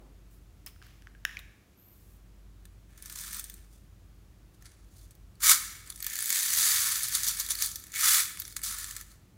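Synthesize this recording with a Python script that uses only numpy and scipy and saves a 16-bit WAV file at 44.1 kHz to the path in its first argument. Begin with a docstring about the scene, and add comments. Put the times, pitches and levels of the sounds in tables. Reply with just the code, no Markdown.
"""A dull rustle fades. Fingers rub on a small plastic jar and twist its lid, which sticks and slips in
snaps that excite the cavity; sequins tick out. From about 2.6 s hollow plastic figures full of beads are
lifted, then turned, shaken and emptied close by: random impacts drive the resonances of the shell, merging
into a rush from which hard knocks stand out. Throughout, a small hard room reverberates over a low
rumble, hum and hiss."""
import sys
import numpy as np
from scipy import signal
from scipy.fft import rfft, irfft, next_fast_len
from scipy.io import wavfile
from scipy.ndimage import uniform_filter1d

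SR = 44100
rng = np.random.default_rng(int(sys.argv[2]) if len(sys.argv) > 2 else 0)


def to_wav(sig):
    """Store sig (one row per channel, or 1-D mono) as 16-bit WAV at the path in sys.argv[1].

    Samples outside -1..1 are clipped; the rate is SR.
    """
    pcm = np.clip(np.atleast_2d(sig), -1, 1) * 32767
    pcm = np.round(pcm).astype(np.int16)
    wavfile.write(sys.argv[1], SR, pcm.T)  # frames by channels


N = 413216


def bead_stream(level_db, cavity_db, body_db, top_db, shell):
    """Shot noise: beads strike 30 spots on the wall at random, more often as the level rises."""
    count = len(level_db)
    hits_per_s = np.clip(3500 * gain_of(0.2 * (level_db + 34.5)), 100, 20000)
    strength = gain_of(3.74 * np.minimum(rng.exponential(1, count), 4))
    impulses = strength * (rng.random(count) < hits_per_s / SR) / np.sqrt(hits_per_s)
    spot = rng.integers(0, 30, count)
    force = sum(signal.oaconvolve(impulses * (spot == k), impact(t60=0.024))[:count] for k in range(30))
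    low, middle, top = shell_bands(force, shell)
    bass, cavity, body = map(evened, split(low, 900, 1450))
    low = gain_of(-32) * bass + gain_of(cavity_db) * cavity + gain_of(body_db) * body
    taper = signal.windows.tukey(count, 1300 / count)
    return taper * gain_of(level_db) * (low + evened(middle) + gain_of(top_db) * evened(top))


# One curve a movement; cavity and body are relative to the middle band:
# (time [s], level [dB], air cavity [dB], shell body [dB])
SLIDE_CURVES = [
    [(2.88, -82, 4, -21), (2.884, -75, -7, 1), (3.034, -57, -19, -8), (3.22, -41, -19, -15),
     (3.272, -44.5, -18, -11.5), (3.4, -42.5, -17.5, -12), (3.424, -52, -32, -13), (3.68, -73.5, -9, -4)],
    [(4.6, -78, -1, -11), (4.612, -68, -1, -11), (4.626, -67, -17, -21), (4.636, -72, -8, -9),
     (4.662, -52, -16, -7), (4.682, -63, -17, -10), (4.822, -77, -9, -5), (4.86, -68, -19, -11)],
    [(5.39, -67.5, 5, -11), (5.4, -54.5, -11, -12), (5.436, -26.5, -16, -12.5), (5.512, -14, -16, -15),
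     (5.588, -41, -14, -10.5), (5.86, -63, -8, -1), (5.87, -51, -9, -11)],
    [(7.9, -70, -19, -2), (7.958, -35, -29, -5.5), (8.052, -23.5, -12.5, -12.5),
     (8.094, -20.5, -20.5, -13.5), (8.192, -25, -15.5, -11.5), (8.266, -40, -23, -12),
     (8.326, -48.5, -13, -5), (8.37, -52, -16, -11)],
    [(8.62, -54, -13, -5), (8.642, -31.5, -27.5, -21), (8.752, -42, -9, -10.5), (8.784, -40, -18, -12),
     (9.01, -50, -13, -12.5), (9.056, -65, -11, -5.5), (9.126, -63.5, -10, -10), (9.2, -89, -5, -11)],
    [(5.85, -59, -26, -18), (5.87, -54.5, -5, -3), (5.96, -59, -20, -20), (6.05, -45, -20, -4.5),
     (6.27, -36, -36, -15), (6.36, -29.5, -30, -10), (6.45, -30, -29.5, -14), (6.74, -27.5, -20.5, -12),
     (6.93, -31, -20, -13.5), (7.11, -40, -26, -12), (7.13, -34.5, -18.5, -12.5), (7.58, -46.5, -21, -9.5),
     (7.62, -40.5, -19, -1.5), (7.71, -52, -10, -27), (7.92, -61, -16, -3)],
]
# Top band of each movement: (relative level [dB])
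SLIDE_TREBLE = [-5.5, -18, -4.5, -4.5, -5.5, -4]
def bead_slides():
    """Sustained excitation: beads slide along the shell for as long as the figure moves."""
    for curve, top_db in zip(SLIDE_CURVES, SLIDE_TREBLE):
        times, *columns = np.transpose(curve)
        t = np.arange(times[0], times[-1], 1 / SR)
        levels_db = [np.interp(t, times, column) for column in columns]
        yield times[0], bead_stream(*levels_db, top_db, shell_response(times[0]))


# Jolts of the hand: (peak time [s], level [dB], rise [s], hold [s], fall [s])
JOLTS = [(2.978, -57, .02, .004, 0.046), (3.066, -49, 0.032, .004, 0.036), (3.22, -60, .1, .01, .1),
         (3.732, -64.5, .12, .02, 0.3), (9.1, -63, .03, .004, .06), (6.588, -27.5, 0.1, .05, 0.77),
         (4.545, -66, 0.044, .005, .04), (4.972, -61.5, 0.25, 0.059, 0.18),
         (5.114, -62, 0.026, .005, 0.043), (5.15, -77, .03, .005, .06), (5.9, -42.5, 0.011, 0.0027, 0.025),
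         (6.325, -36, 0.025, .02, 0.25), (7.042, -32, 0.042, 0.0081, 0.13),
         (7.149, -24, 0.027, 0.0038, 0.063), (7.24, -29.5, 0.017, 0.0069, 0.089),
         (7.274, -29, 0.05, 0.016, 0.15), (7.406, -30.5, .08, 0.0069, 0.04),
         (7.507, -26.5, 0.036, .005, .07), (7.624, -28.5, 0.13, 0.0077, 0.22),
         (7.76, -43.5, 0.033, .004, 0.035), (8.395, -42.5, 0.045, .005, 0.093),
         (8.449, -52, .1, 0.069, 0.12), (8.566, -32, 0.012, 0.0023, 0.039)]
def bead_rushes():
    """Inertia: every jolt throws a short rush of beads against the wall."""
    for start, end in ((2.5, FAR_UNTIL_S), (FAR_UNTIL_S, N / SR)):
        t = np.arange(start, end, 1 / SR)
        level_db = np.max([swell(t, *jolt) for jolt in JOLTS], axis=0)
        shell = shell_response(start)
        yield start, bead_stream(level_db, cavity_db=-25, body_db=-21.5, top_db=-6.5, shell=shell)


# Hard single hits: (time [s], level [dB], spot frequency [Hz], shell body [dB], top band [dB])
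BEAD_KNOCKS = [(2.6534, -39.5, 3740, 5, -4), (2.9761, -41, 5940, 0, 2), (3.0235, -30, 10200, -9, 2),
               (3.058, -24.5, 13800, -3, -8), (3.0979, -24, 14200, 7, -9), (3.1246, -31, 8290, -3, 4),
               (3.1577, -27.5, 6930, 7, -5), (3.1872, -25.5, 5290, -3, -3), (3.2121, -26, 8900, -8, 6),
               (3.3297, -25, 9200, 3, 2), (3.3444, -24.5, 8730, 5, 2), (3.3667, -29, 13600, -3, 4),
               (3.3949, -23, 8650, 2, 3), (3.4411, -25.5, 8620, -9, 2), (3.498, -24.5, 14600, -3, -5),
               (3.54, -33.5, 7900, 0, 2), (4.623, -45, 5950, 10, 2), (4.6558, -38, 5070, 2, -8),
               (4.718, -48, 5930, 9, -4), (5.1084, -42, 8330, -1, 2), (5.1517, -46.5, 15000, -6, 0),
               (5.3537, -51, 4460, -3, -2), (5.404, -37, 8730, 3.5, 5.5), (5.4282, -24, 9980, 9.5, 0.5),
               (5.435, -17, 7150, 0, -1), (5.4435, -15.5, 6440, 3.5, 2.5), (5.6545, -39, 7080, -3, 0),
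               (5.874, -33, 8230, 4, -4), (5.9015, -23, 10000, 0, 3), (5.9239, -32, 3840, -1, -3),
               (5.9587, -32, 10600, -7, 2), (5.976, -37, 8580, 0, 2), (6.003, -25, 8840, 5, 0),
               (6.0253, -21, 13300, -9, 0), (6.0438, -18.5, 13200, -8, -4),
               (6.0657, -12.5, 14000, 2.5, -1.5), (6.0994, -25.5, 6660, -8.5, 2), (6.118, -29, 6720, 11, 6),
               (6.134, -24, 7210, 0, 4), (6.1549, -19, 12800, 0, -4), (6.1887, -20.5, 7400, 4, 7),
               (6.2053, -17, 8550, 2, 4), (6.224, -19, 10200, 2, -1), (6.2574, -21, 7360, -12, 8),
               (6.2777, -22, 9920, 8, 6), (6.2926, -22.5, 14900, -18, 8), (6.303, -12.5, 7450, 3, 7),
               (6.3262, -14, 7300, -1, 4), (6.39, -28, 13700, -5, 4), (6.43, -15, 9700, -2, 2),
               (6.5365, -15, 6310, 2, 2), (6.5737, -15, 12300, 5, 3), (6.5864, -14, 9990, -6, 0),
               (6.6746, -14, 7580, -3, 2), (6.816, -19, 10200, -1, 2), (6.918, -16, 10200, 1, -3),
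               (7.0322, -15.5, 10200, -18, 3), (7.0843, -24, 11800, -10.5, 7), (7.124, -25, 5910, 8, 4),
               (7.135, -23, 9600, 1, 2), (7.1504, -14, 9900, -12, 5), (7.233, -14.5, 6500, -1.5, 0),
               (7.2669, -18, 6300, -1, 2), (7.2842, -14, 6050, -7.5, 7), (7.3711, -21, 9300, -10.5, -2),
               (7.3988, -17.5, 6260, -3, 9), (7.463, -27, 3780, -6, 6), (7.4881, -20.5, 10200, 2, -2),
               (7.5048, -16, 10200, -13, 2), (7.5523, -23.5, 4550, -2, 2), (7.5882, -27, 4500, -5, 5),
               (7.6225, -12, 5770, -7, 4), (7.66, -17, 8540, -8, 5), (7.7149, -26, 6730, -8, 2),
               (7.7572, -23.5, 5640, -6, 6), (7.797, -39, 12100, 1, 6), (7.8385, -33, 7340, 0, 2),
               (7.868, -35, 10900, 3, 2), (7.9189, -32.5, 6670, -13.5, -2), (7.9398, -28, 6130, 5, -2),
               (7.959, -26.5, 6980, -4, 2), (8.3723, -31.5, 10700, 14, 2), (8.3993, -24, 13900, -4, 7.5),
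               (8.4192, -25.5, 3530, 3.5, 2), (8.4512, -29.5, 5910, 3, -4), (8.4782, -30, 10500, 2, 3),
               (8.5064, -46, 4650, 11, 2), (8.5245, -37, 4570, 3, 4), (8.5651, -26.5, 8040, 18, 2),
               (8.5916, -31, 8990, 13, 2), (8.6164, -30, 8920, 5.5, 2), (8.6348, -22, 7800, -3, 7),
               (8.7075, -26, 10200, -7, 4), (8.766, -39, 8020, -8, 3), (8.7849, -23, 8080, -14, 2),
               (8.8424, -22.5, 7640, 4, -2), (8.9094, -25, 7160, 0.5, 2), (8.9647, -24, 8250, 5, 3.5),
               (9.011, -28, 13000, 5, -5), (9.1166, -41, 4260, -6, 0)]
def bead_knocks():
    """Point excitation: the spot that a bead strikes favours its own band of frequencies."""
    for start, db, spot_hz, body_db, top_db in BEAD_KNOCKS:
        shell = shell_response(start)
        force = impact(t60=0.025)
        force += 1.64 * band(force, 0.877 * spot_hz, 1.122 * spot_hz)
        body, middle, top = shell_bands(force, shell)
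        knock = gain_of(body_db) * body + middle + gain_of(top_db) * top
        yield start, gain_of(db) * knock / abs(middle + top).max()


def impact(t60):
    """Contact transient: a quick tick, then scattered waves damped in the wall."""
    t = np.arange(2600) / SR
    decay = gain_of(-60 * t / t60) + np.exp(-t / 0.0015)
    attack = 1 - np.exp(-t / 0.00039)
    return rng.standard_normal(len(t)) * decay * attack


# Broad spectrum of the shell, close by and further off at another angle: (frequency [Hz], level [dB])
NEAR_SPECTRUM = [(260, -66.5), (450, -26), (908, -22), (1360, -10), (1490, -9), (1800, -5.5), (2230, -5.5),
                 (2650, -11.5), (3500, -6.5), (4430, -2.5), (5460, -5), (10100, 1.5), (11300, -4.5),
                 (14800, -4.5), (16000, -9)]
FAR_SPECTRUM = [(410, -64), (700, -19), (852, -20), (1600, -9), (2840, -12), (3740, -6.5), (7690, -3),
                (8990, 2.5), (11400, -3.5), (14000, -1), (16000, -5)]
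# Shell modes: (frequency [Hz], bandwidth [Hz], level [dB])
SHELL_RESONANCES = [(1080, 12, 4), (1293, 170, -2), (1754, 54, 2.5), (1960, 50, -10.5), (2218, 22, 5.5),
                    (3487, 100, 2), (4500, 120, -4.5), (5950, 93, 2.5), (6430, 77, 1.5), (7120, 270, -1),
                    (7980, 60, 2), (8550, 140, -7.5), (8750, 29, -8.5), (10200, 310, -20),
                    (12400, 230, -0.5), (14200, 88, -1.5)]
FAR_UNTIL_S, GRIP_DB, GRIP_ABOVE_HZ = 4.0, -5, 1900
def shell_response(time_s):
    """Modal resonance: the hollow shell radiates little bass; the grip randomly weakens upper modes."""
    hz = abs(np.fft.fftfreq(4096, 1 / SR))
    colour = gain_of(value_at(FAR_SPECTRUM if time_s < FAR_UNTIL_S else NEAR_SPECTRUM, hz))
    modes = 0
    for mode_hz, width, db in SHELL_RESONANCES:
        grip_db = GRIP_DB * rng.random() * (mode_hz > GRIP_ABOVE_HZ)
        modes += gain_of(db + grip_db) / (1 + (2 * (hz - mode_hz) / width) ** 2)
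    radiation = 0.23 + 1.2 / (1 + (930 / (hz + 1)) ** 12)
    log_gain = np.log(colour * (1 + modes) * radiation + 1e-5)
    minimum_phase = -signal.hilbert(log_gain).imag
    return np.fft.ifft(np.exp(log_gain + 1j * minimum_phase)).real[:2048]


def shell_bands(force, shell):
    """Forced vibration: force convolved with the shell's response, as body, middle and top bands."""
    return split(signal.oaconvolve(force, shell)[:len(force)], 2900, 11200)


# Slips of the lid: (time [s], level [dB], cavity frequency [Hz], crack [dB], crack tilt [dB/octave],
# cavity 60 dB decay time [s])
LID_SLIPS = [(0.663, -45.5, 5100, -8, 14, 0.0089), (0.671, -33, 5250, -21, -3, 0.0044),
             (0.761, -51, 1470, -9, -5, 0.005), (0.817, -48, 1590, -7, -5, 0.012),
             (0.825, -42, 1410, -6, 0, 0.0041), (0.867, -49, 1610, -14, 10, 0.0044),
             (1.0217, -52, 1680, -3, 2, 0.0065), (1.071, -34.5, 1620, -13, -7, 0.004),
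             (1.1497, -50, 1620, -7, -14, 0.012), (1.2512, -15, 1724, -5.5, 0, 0.0064),
             (1.293, -36, 1870, -10, -2, 0.0064), (1.311, -38, 1930, -14, 4, 0.005),
             (1.37, -25, 2390, -8.5, -6.5, 0.0056), (1.391, -35.5, 3800, -12, -2, 0.0038)]
# Modes of the lid: (frequency [Hz], level [dB])
LID_MODES = [(1300, -43), (2000, -3), (2900, 5), (3400, -2.5), (4600, -1), (5600, 2), (7250, -3),
             (8950, -7), (10400, -3.5), (13200, -28), (15000, -6)]
def lid_snaps():
    """Stick-slip friction: each release rings the jar's cavity and the heavily damped lid modes."""
    t = np.arange(600) / SR
    for start, db, cavity_hz, crack_db, tilt_db, t60 in LID_SLIPS:
        attack = 1 - np.exp(-t / 0.00037)
        cavity = np.sin(2 * np.pi * cavity_hz * t) * gain_of(-60 * (t / t60) ** 2) * attack
        detune = rng.uniform(0.91, 1.127, len(LID_MODES))
        crack = 0
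        for k, (hz, mode_db) in enumerate(LID_MODES):
            envelope = gain_of(mode_db + tilt_db * np.log2(hz / 3000) - 0.37 * hz * t)
            crack += (-1) ** k * envelope * np.sin(2 * np.pi * hz * detune[k] * t)
        snap = cavity + gain_of(crack_db - 60 * t / 0.0059) * crack
        yield start, gain_of(db) * band(snap, 690, 17800)  # a small jar radiates no bass


# Soft grainy hisses: finger rubs, and at 1.269 s the ringing tail after the loudest lid snap:
# (peak time [s], level [dB], rise [s], hold [s], fall [s], middle band [dB], low band [dB])
GRAINY_HISSES = [(0.317, -66.5, .08, 0.018, .25, -14, -28), (0.664, -48, 0.0042, 0.0023, 0.082, -8, -4),
                 (0.836, -69.5, 0.075, .02, 0.63, 0.5, 5), (1.269, -72, .01, 0.13, .1, 3, 13),
                 (1.391, -49.5, .008, .002, .03, -13, -8), (1.94, -68, .1, 0.23, .1, -13, -31)]
def grainy_hisses():
    """Amplitude-modulated noise: finger rubs, and the ringing tail after the loudest lid snap."""
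    for peak_s, *shape, middle_db, low_db in GRAINY_HISSES:
        t = np.arange(peak_s - 0.2, peak_s + 0.6, 1 / SR)
        white = rng.standard_normal(len(t))
        grain_db = 2 * evened(uniform_filter1d(rng.standard_normal(len(t)), 150))
        grainy = band(white * gain_of(grain_db), 1200, 17000)
        low, middle, high = map(evened, split(grainy, 3500, 7000))
        hiss = high + gain_of(middle_db) * middle + gain_of(low_db) * low
        yield t[0], gain_of(swell(t, peak_s, *shape)) * hiss


# Modes of the flakes: (frequency [Hz], bandwidth [Hz])
FLAKE_MODES = [(12150, 230), (13650, 300)]
# One swell a mode: (peak time [s], level [dB], rise [s], hold [s], fall [s])
FLAKE_SWELLS = [(1.782, -63.5, .03, 0.081, 0.43), (1.86, -65, 0.22, .04, .5)]
def sequins():
    """Damped free vibration: thin flakes collide at random and ring briefly at two high pitches."""
    t = np.arange(1.6, 2.4, 1 / SR)
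    age = np.arange(500) / SR
    for (hz, width), shape in zip(FLAKE_MODES, FLAKE_SWELLS):
        ticks = rng.standard_normal(len(t)) * (rng.random(len(t)) < 700 / SR)
        ring = np.exp(-np.pi * width * age) * np.sin(2 * np.pi * hz * age)
        yield t[0], gain_of(swell(t, *shape)) * evened(signal.oaconvolve(ticks, ring)[:len(t)])


# Decay of the room: (frequency [Hz], reverberation time [s])
ROOM_DECAY = [(800, 0.56), (2100, 0.81), (5600, 0.68), (14700, 0.56)]
def reverberation(x):
    """Absorption: sparse reflections of random sign die away, each band at its own rate."""
    reflections = np.zeros(SR)
    slots = np.arange(120, SR - 20, 20)
    reflections[slots + rng.integers(0, 20, len(slots))] = rng.choice([-1., 1.], len(slots))
    hz, t, spectra = signal.stft(reflections, SR, nperseg=256)
    decay = gain_of(-60 * t / value_at(ROOM_DECAY, hz)[:, None])
    tail = signal.istft(spectra * decay, SR, nperseg=256)[1]
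    return signal.fftconvolve(x, tail / np.linalg.norm(tail))[:N]


def hum(t, hz=49.1, drift_hz=1.5, throb_hz=4.92):
    """Modulation: a low tone wavers in amplitude and phase, and throbs from about 4.5 to 5.6 s."""
    throb = ramp(t, 4.5, 0.2, 1.1, 0.18) * np.cos(2 * np.pi * throb_hz * (t - 4.23))
    drift = uniform_filter1d(rng.standard_normal((2, N)), int(SR / drift_hz))
    phasor = 2.9 + evened(drift[0]) + 1j * evened(drift[1])
    tone = evened((phasor * np.exp(2j * np.pi * hz * t)).real)
    return (1 + 0.75 * throb) * tone


# Noise spectra: (frequency [Hz], relative spectral level [dB])
RUMBLE_SPECTRUM = [(35, -25.5), (60, -6.5), (75, -6.5), (93, -7.5), (118, -10), (135, -14.5), (156, -13.5),
                   (194, -12.5), (231, -21), (264, -22), (308, -21), (419, -29), (483, -28.5), (525, -32),
                   (700, -32.5), (910, -46), (1540, -120)]
HISS_SPECTRUM = [(180, -23), (300, -1), (392, -6), (494, -13.5), (574, -12.5), (994, -13.5), (1120, -12),
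                 (1810, -15.5), (5250, -20.5), (7690, -19.5), (16000, -24.5)]
RUSTLE_SPECTRUM = [(150, -33), (250, 0), (593, -7.5), (651, -13), (793, -11), (3000, -33), (3900, -61),
                   (6600, -120)]
# Fuzzy tones in the rumble: (frequency [Hz], bandwidth [Hz], level [dB])
RUMBLE_TONES = [(79.5, 20, -65.5), (109.8, 10, -68.5)]
# Two dips and a slight lift of the lows: (time [s], onset [s], hold [s], return [s], rumble [dB], hum [dB])
BASS_SHIFTS = [(1.556, 0.076, 0.25, 0.28, -7, -18), (6.15, .07, .28, 0.16, -8, -15),
               (7.1, .1, .05, .4, 0.5, 1)]
def background():
    """Spectrally shaped noise: rumble, hiss and an opening rustle that decays, joined by the hum."""
    t = np.arange(N) / SR
    deep_db = sum(db * ramp(t, *timing) for *timing, db, _ in BASS_SHIFTS)
    hum_db = -56 + sum(db * ramp(t, *timing) for *timing, _, db in BASS_SHIFTS)
    humming = gain_of(hum_db) * hum(t)
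    tones = sum(gain_of(db) * evened(band(rng.standard_normal(N), hz - width / 2, hz + width / 2))
                for hz, width, db in RUMBLE_TONES)
    deep, middle, high = split(gain_of(-59.5) * noise(RUMBLE_SPECTRUM) + tones, 178, 1000)
    rumble = gain_of(deep_db) * deep + middle + high
    hiss = gain_of(-67.5) * noise(HISS_SPECTRUM)
    rustle = gain_of(-59 - 60 * t / 0.73) * noise(RUSTLE_SPECTRUM)
    return rumble + humming + hiss + rustle


def noise(spectrum):
    """Filtered white noise with a given spectrum, at unit rms."""
    hz = np.fft.rfftfreq(N, 1 / SR)
    return evened(irfft(rfft(rng.standard_normal(N)) * gain_of(value_at(spectrum, hz)), N))


def band(x, low_hz, high_hz):
    """Butterworth band-pass filter."""
    return signal.sosfilt(signal.butter(2, [low_hz, high_hz], "band", fs=SR, output="sos"), x)


def split(x, low_hz, high_hz):
    """Complementary filters: low, middle and high parts that add up to the whole."""
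    size = next_fast_len(len(x) + 512)
    hz, spectrum = np.fft.rfftfreq(size, 1 / SR), rfft(x, size)
    low = 1 / (1 + (hz / low_hz) ** 8)
    high = 1 / (1 + (high_hz / (hz + 1)) ** 16)
    return [irfft(spectrum * mask, size)[:len(x)] for mask in (low, 1 - low - high, high)]


def swell(t, peak_s, db, rise_s, hold_s, fall_s):
    """Exponential growth and decay, as a level: up 43.5 dB over the rise, down as much over the fall."""
    before = (peak_s - t) / rise_s
    after = np.maximum(t - peak_s - hold_s, 0) / fall_s
    return db - 43.5 * np.maximum(before, after)


def ramp(t, full_s, rise_s, hold_s, fall_s):
    """Trapezoidal envelope that reaches 1 at full_s."""
    return np.interp(t, np.cumsum([full_s - rise_s, rise_s, hold_s, fall_s]), [0, 1, 1, 0])


def value_at(points, hz):
    """Interpolation on a logarithmic frequency axis."""
    points_hz, values = np.transpose(points)
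    return np.interp(np.log(hz + 1), np.log(points_hz + 1), values)


def gain_of(db):
    """Decibels to amplitude ratio."""
    return 10 ** (np.asarray(db) / 20)


def evened(x):
    """Normalisation to unit rms."""
    return x / np.sqrt(np.mean(x ** 2) + 1e-20)


def scene():
    """Superposition: direct sound, its reverberation and the background add in one channel."""
    direct = np.zeros(N)
    for source in (bead_slides, bead_rushes, bead_knocks, lid_snaps, grainy_hisses, sequins):
        for start, sound in source():
            span = direct[round(start * SR):][:len(sound)]
            span += sound[:len(span)]
    return (direct + gain_of(-13) * reverberation(direct) + background())[None]


# Dips in the microphone's response: (frequency [Hz], width [Hz], level [dB])
MICROPHONE_DIPS = [(8660, 1500, -3), (11420, 370, -3)]
def record(dry, shelf_hz=15850, limit_hz=16828):
    """Frequency response: two microphone dips, a much weaker topmost treble, then the band limit."""
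    hz = np.fft.rfftfreq(N, 1 / SR)
    response_db = sum(db * np.exp(-((hz - centre) / width) ** 2) for centre, width, db in MICROPHONE_DIPS)
    coloured = irfft(rfft(dry) * gain_of(response_db), N)
    shelf_filter = signal.firwin(511, shelf_hz, window=("kaiser", 9), fs=SR)[None]
    limit_filter = signal.firwin(511, limit_hz, window=("kaiser", 9), fs=SR)[None]
    low = signal.oaconvolve(coloured, shelf_filter, "same")
    shelved = low + gain_of(-42) * (coloured - low)
    return signal.oaconvolve(shelved, limit_filter, "same")


dry = scene()
out = record(dry)
to_wav(out)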